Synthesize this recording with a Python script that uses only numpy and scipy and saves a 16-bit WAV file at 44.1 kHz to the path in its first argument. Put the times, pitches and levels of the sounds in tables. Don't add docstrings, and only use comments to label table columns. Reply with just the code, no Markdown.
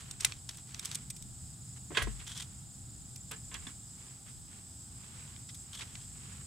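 import sys
import numpy as np
from scipy import signal
from scipy.fft import rfft, irfft
from scipy.io import wavfile
from scipy.ndimage import uniform_filter1d

SR = 44100
rng = np.random.default_rng(int(sys.argv[2]) if len(sys.argv) > 2 else 0)


def persist_wave(psi):
    counts = np.round(np.clip(psi, -1, 1) * 32767).astype(np.int16)
    wavfile.write(sys.argv[1], SR, np.atleast_2d(counts).T)


N = 284886
TIME = np.arange(N) / SR

# t/s, relative level/dB, colour centre f/Hz, chatter decay/s
BASKET_KNOCKS = [(1.905, -36.5, 540, 0.036), (1.9484, -26, 2000, 0.038), (1.9706, -9, 2320, 0.0087),
                 (1.978, -15.5, 1760, 0.011), (1.988, -26, 1800, 0.041), (2.019, -18.5, 1710, 0.0081),
                 (2.022, -18.5, 11000, 0.014), (2.071, -29, 434, 0.01), (2.195, -35.5, 4220, 0.019),
                 (3.311, -31.5, 1500, 0.028), (3.514, -39.5, 1420, 0.026), (3.543, -29, 2260, 0.016),
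                 (3.668, -27.5, 3450, 0.0064), (4.262, -48, 2480, 0.019)]
# f/Hz, relative level/dB
STEEL_RESPONSE = [(300, -9), (1200, -3.5), (2400, -6.5), (3600, -4.5), (4700, -4.5), (6500, -2), (8300, -1),
                  (10000, -4), (11500, -9.5), (13000, -9.5), (16000, -15)]


def undb(db):
    return 10 ** (np.asarray(db) / 20)


def unit(x):
    return x / np.sqrt(np.mean(x ** 2))


def curve(rows, at=TIME, axis=1):
    rows = np.array(rows)
    return np.interp(at, rows[:, 0], rows[:, axis])


def over_hz(points):
    hz, value = np.transpose(points)
    bins_hz = np.arange(N // 2 + 1) * SR / N
    return np.interp(np.log(bins_hz + 1), np.log(hz), value)


def tint(x, points):
    return irfft(rfft(x) * undb(over_hz(points)), N)


def colour(x, points):
    return unit(tint(x, points))


def band(x, hz, width_hz):
    hz = min(hz, SR * .45)
    b, a = signal.iirpeak(hz, hz / min(width_hz, SR / 3), fs=SR)
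    return signal.lfilter(b, a, x)


def walk(rate_hz):
    levels = rng.standard_normal(int(N / SR * rate_hz) + 2)
    steps = np.repeat(levels, int(SR / rate_hz) + 1)
    return unit(uniform_filter1d(steps, int(SR / rate_hz))[:N])


def stereo_noise(likeness):
    alike = np.clip(over_hz(likeness), -1, 1)
    mid, side = rfft(rng.standard_normal((2, N))) * np.sqrt([1 + alike, 1 - alike])
    return irfft(np.array([mid + side, mid - side]), N)


def spread(pair, side_db, pan_db=0):
    mid, side = pair[0], pair[1] * undb(side_db)
    return np.array([(mid + side) * undb(pan_db / 2), (mid - side) * undb(-pan_db / 2)])


def grains(shape, scatter_db):
    noise = rng.standard_normal(shape)
    strength_db = scatter_db * np.minimum(rng.exponential(size=shape), 5)
    return unit(noise * undb(strength_db))


def swell(s, length_s, flatness):
    return np.exp(-np.abs(2 * (TIME - s) / length_s - 1) ** flatness / 2)


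def push(s, length_s, attack_s, release_s):
    attack = np.clip((TIME - s) / attack_s, 0, 1)
    return attack * np.exp(-np.maximum(TIME - s - length_s, 0) / release_s)


def add(out, s, sound):
    start = max(int(s * SR), 0)
    out[:, start:start + sound.shape[-1]] += sound[..., :N - start]


def ring(force, modes, ring_db):
    t = TIME[:SR // 2]
    modal = sum(undb(db - 60 * t / t60_s) * np.cos(2 * np.pi * hz * t) for hz, db, t60_s in modes)
    response = modal * undb(ring_db) / np.linalg.norm(modal)
    return force + signal.fftconvolve(force, response[None], axes=1)[:, :N]


def blows(events, scatter_db, breadth, tail_db, tail_s):
    out, t = np.zeros((2, N)), TIME[:SR // 6]
    for s, db, hz, decay_s in events:
        envelope = np.exp(-(t / decay_s) ** 3) + undb(tail_db) * np.exp(-t / tail_s)
        burst = band(grains((2, len(t)), scatter_db) * envelope, hz, hz * breadth)
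        burst = band(burst, hz, 2 * hz * breadth)
        norm = np.linalg.norm(burst, axis=1, keepdims=True)
        add(out, s, undb(db) * burst * np.sqrt(decay_s * SR) / norm)
    return out


def distance():
    # f/Hz, relative density/dB
    air_spectrum = [(20, -27.5), (35, -20), (55, -1.5), (90, 1), (125, 1.5), (160, -2.5), (230, -9.5),
                    (320, -19), (500, -31), (800, -20.5), (1030, -29.5), (1330, -26), (2300, -39.5),
                    (3600, -29), (6000, -35), (15000, -42)]
    # f/Hz, correlation
    air_likeness = [(30, -0.51), (60, 1), (130, 0.96), (290, 0.83), (640, -0.24), (1400, -0.37),
                    (3100, 0.5), (8000, 1)]
    # t/s, relative level/dB
    rumble_level = [(0, -53.5), (1.7, -50), (3.8, -52), (4.2, -54.5), (5.2, -51.5), (6.46, -51.5)]
    air = colour(stereo_noise(air_likeness), air_spectrum)
    low = tint(air, [(200, 0), (500, -40)])
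    hum = undb(-9.5) * unit(band(rng.standard_normal(N), 127.8, 2.6))
    rumble = (low + hum) * undb(curve(rumble_level) + 0.69 * walk(3.33))
    return rumble + undb(-50.5) * (air - low)


def breeze():
    # start/s, length/s, relative level/dB
    gusts = [(0, 0.28, -53), (.8, .9, -65), (3.004, 0.76, -57), (6.106, 0.71, -67)]
    calm_db = -74.5
    eddies = colour(rng.standard_normal((2, N)), [(20, -4), (50, 3), (90, -3), (200, -15), (1000, -77)])
    strength = undb(calm_db) + sum(undb(db) * swell(s, length_s, 1.1) for s, length_s, db in gusts)
    return eddies * strength * undb(4.7 * walk(3.73) - 3.0) * undb([[1], [-5]])


def chorus():
    # f/Hz, relative density/dB
    chorus_spectrum = [(4000, -27), (4700, -20), (5000, -13), (5300, -14), (5600, -25.5), (6300, -16),
                       (6850, -14.5), (7150, -9.5), (7900, -2.5), (8500, -7.5), (8750, -14), (10000, -20.5),
                       (11200, -28.5), (14300, -29.5), (16000, -49)]
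    # f/Hz, correlation
    chorus_likeness = [(5000, 0.15), (6300, 0.38), (7200, 1), (8400, 0.89), (10000, 0.91), (12000, 0.47),
                       (15000, 0.62)]
    # t/s, relative level/dB
    chorus_level = [(0, -53), (.4, -54.5), (1.6, -53), (2.6, -54), (3.3, -52), (5.2, -52.5), (6.46, -51)]
    # f/Hz, relative level/dB
    singers = [(7340, -5), (7570, -9), (7660, 6), (7840, 1.5), (7957, -11), (8040, -14), (8140, -5.5),
               (8360, -1), (8520, 5)]
    voices = 0
    for hz, db in singers:
        voice = unit(band(band(rng.standard_normal(N), hz, 46), hz, 110))
        voices = voices + voice * undb(db + walk(3.35))
    drone = unit(stereo_noise(chorus_likeness)) + undb(-20.0) * unit(voices)
    level_db = curve(chorus_level) + 0.88 * walk(14)
    return colour(drone, chorus_spectrum) * undb(level_db) * undb([[-.5], [.5]])


def trill():
    # t/s, relative level/dB, base f/Hz
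    song = [(0, -59, 7250), (.7, -63, 7150), (1.7, -55.5, 7150), (2.1, -58, 7150), (2.7, -55, 7170),
            (3.35, -53, 7320), (4.05, -56, 7300), (4.3, -68, 7200), (5.0, -70, 7150), (5.4, -60.5, 7100),
            (5.9, -61.5, 7100), (6.3, -55.5, 7130)]
    # share of cycle, relative level/dB, pitch ratio
    stroke = [(0, -30, .975), (.08, -3, .985), (.25, -1, 1.005), (.38, 1, .993), (.5, -7, .955),
              (.58, -14, .92), (.66, -40, .91), (1, -40, .975)]
    stroke_hz, first_stroke_s = 25.68, .01
    cycle = (stroke_hz * (TIME - first_stroke_s) + .025 * walk(12)) % 1
    hz = curve(song, axis=2) * curve(stroke, cycle, axis=2) * (1 + .005 * walk(500))
    level_db = curve(song) + curve(stroke, cycle) + 0.9 * walk(25) + 2 * walk(300)
    return undb(level_db) * unit(np.sin(2 * np.pi * np.cumsum(hz) / SR))


def leaves():
    # f/Hz, relative density/dB
    leaf_spectrum = [(200, -7), (420, 3), (600, -8), (1100, 2), (1800, 1), (3000, 2), (4500, -4),
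                     (10000, -8.5), (16000, -47)]
    # start/s, length/s, relative level/dB
    rubs = [(0, 0.14, -57.5), (0.214, 0.11, -53), (0.738, 0.27, -57), (1.764, 0.019, -58),
            (2.08, 0.43, -62), (3.606, 0.065, -58), (3.977, 0.18, -62), (4.501, 0.1, -59.5),
            (5.005, 0.35, -58), (5.692, .33, -60.5), (5.792, 0.047, -49.5), (6.174, 0.25, -57)]
    stir_db, stir_growth, stir_decay_s = -40.5, 0.34, 0.029
    rubbed = sum((undb(db) * swell(s, length_s, flatness=2.8)) ** 2 for s, length_s, db in rubs)
    stirred = 0
    for s, db, _, decay_s in BASKET_KNOCKS:
        stir = undb(stir_db + stir_growth * db) * push(s, decay_s, decay_s, stir_decay_s)
        stirred = stirred + stir ** 2
    fractures = undb(2.5 * walk(900))
    crackle = colour(grains((2, N), scatter_db=1.5) * fractures, leaf_spectrum)
    strength = np.sqrt(rubbed + stirred) * undb(walk(70) - 3.0)
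    return spread(crackle, side_db=-1.5, pan_db=-6.5) * strength


def table():
    # t/s, relative level/dB, f/Hz, t60/s
    thumps = [(1.903, -34.5, 303, 0.051), (1.974, -36, 234, 0.039), (1.984, -38, 119, 1),
              (2.019, -17.5, 71, 0.074), (2.036, -26, 49.2, 0.5), (2.074, -28, 208, 0.091),
              (3.669, -34.5, 248, 0.036)]
    out, t = np.zeros((2, N)), TIME[:SR // 2]
    for s, db, hz, t60_s in thumps:
        swing = np.sin(2 * np.pi * hz * t - np.array([[0], [1.2]]))
        attack = np.minimum(t * hz, 1)
        add(out, s, undb(db - 60 * t / t60_s) * swing * attack)
    return out * undb([[0], [-7]])


def basket():
    # f/Hz, relative level/dB, t60/s
    basket_modes = [(443, 0, .11), (579, -3, .12), (707, -5, .13), (1084, -9, .17), (1286, -10, .13),
                    (1542, -5, .14), (1590, -5, .13), (1656, -2, .14), (1724, 1, .14), (1918, 0, .14),
                    (2011, -3, .11), (2115, -1, .12), (2373, -6, .08), (2561, -8, .11), (2784, -8, .12),
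                    (3316, 1, .05), (3473, -6, .08), (4640, -7, .04)]
    # f/Hz, relative level/dB
    grid_response = [(150, 16), (420, 5), (600, -4.5), (820, -3), (1080, 2.5), (1300, -2.5), (1600, -3),
                     (1950, -4.5), (2700, 1), (3400, 2), (4000, -3), (5500, -10.5), (8000, -3.5),
                     (11000, -7), (16000, -27)]
    knocks = undb(-16.0) * blows(BASKET_KNOCKS, scatter_db=0.0, breadth=1.77, tail_db=-37, tail_s=0.017)
    clatter = ring(knocks, basket_modes, ring_db=-9)
    return spread(tint(clatter, grid_response), side_db=-9, pan_db=-2.5)


def sliding():
    # start/s, length/s, relative level/dB, singing relative to grit/dB
    slides = [(0, 0.0072, -53, -25), (0.198, 0.048, -49.5, -20), (0.252, 0.032, -54, -20),
              (0.286, 0.096, -60, -13), (0.492, .1, -57.5, -25), (0.668, 0.21, -62, -17),
              (0.826, 0.12, -53.5, -24), (2.264, .07, -52, -2), (2.347, 0.08, -50.5, -4),
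              (5.729, 0.032, -52.5, -0.5), (5.768, 0.034, -57.5, 1.5), (5.85, 0.19, -66, -6)]
    attack_s, release_s = 0.0045, 0.014
    snags_per_s, snag_decay_s, snag_db = 110, 0.006, -6.5
    pushes = np.array([undb(db) * push(s, length_s, attack_s, release_s) for s, length_s, db, _ in slides])
    pressure = np.linalg.norm(pushes, axis=0)
    song = np.linalg.norm(pushes * undb(np.array(slides)[:, 3:]), axis=0)
    slips = grains((2, N), scatter_db=3.5) * undb(3.1 * walk(160))
    grit = colour(band(slips, 3060, 5500), STEEL_RESPONSE) * pressure
    singing = unit(band(band(slips, 3180, 440), 3480, 1050)) * song
    catches = rng.random(N) < snags_per_s / SR
    snags = signal.lfilter([1], [1, -np.exp(-1 / (snag_decay_s * SR))], catches)
    ticks = colour(band(slips * snags, 3600, 5000), STEEL_RESPONSE) * pressure
    return spread(grit + singing + undb(snag_db) * ticks, side_db=-10.0)


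def tongs():
    # t/s, relative level/dB, colour centre f/Hz, chatter decay/s
    click_events = [(.1105, -29, 5970, 0.0055), (.2064, -25, 6030, 0.0076), (.2472, -9, 3020, 0.0032),
                    (.2493, -9, 7900, 0.0041), (.256, -30.5, 2200, 0.011), (.3217, -23.5, 2800, .002),
                    (.4906, -25.5, 4300, 0.0059), (.572, -35.5, 11000, .004), (.7452, -26.5, 3860, 0.0031),
                    (.7948, -23.5, 7000, 0.0035), (.849, -28, 6030, 0.0044), (.856, -21, 6800, .0035),
                    (.9143, -25, 4570, 0.0029), (.9474, -24, 7000, .004), (.9535, -21, 7150, 0.0048),
                    (1.1012, -28, 7200, 0.0094), (1.164, -37, 7500, 0.0095), (1.224, -32, 7700, 0.0032),
                    (2.375, -30.5, 4500, 0.0056), (2.405, -29.5, 4000, 0.0043), (2.424, -31.5, 4900, 0.003),
                    (3.16, -32.5, 8200, 0.0053), (3.313, -29.5, 11500, 0.0093),
                    (3.542, -29.5, 5840, 0.0049), (5.363, -36, 2230, 0.002), (5.4895, -39.5, 3560, 0.017),
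                    (5.545, -38.5, 7900, 0.013), (5.809, -32.5, 2370, .02), (5.9538, -29.5, 3020, 0.0028)]
    # f/Hz, relative level/dB, t60/s
    tong_modes = [(2030, -4, .06), (2395, -1, .045), (2600, -6, .04), (3366, -1, .05), (3672, -2, .04),
                  (5433, -4, .025), (7057, -5, .025), (8190, 4, .022), (9853, -5, .02), (12800, -7, .02)]
    clicks = blows(click_events, scatter_db=2.4, breadth=1.3, tail_db=-24, tail_s=.016)
    ringing = ring(clicks, tong_modes, ring_db=-10.0)
    return undb(-9.5) * spread(tint(ringing, STEEL_RESPONSE), side_db=-6, pan_db=-0.5)


def scene():
    lawn = chorus() + trill() + distance() + breeze()
    return lawn + tongs() + sliding() + basket() + table() + leaves()


def record(dry):
    top_hz = 15800
    sos = signal.ellip(10, .2, 70, top_hz, fs=SR, output="sos")
    return signal.sosfilt(sos, dry)


dry = scene()
out = record(dry)
persist_wave(out)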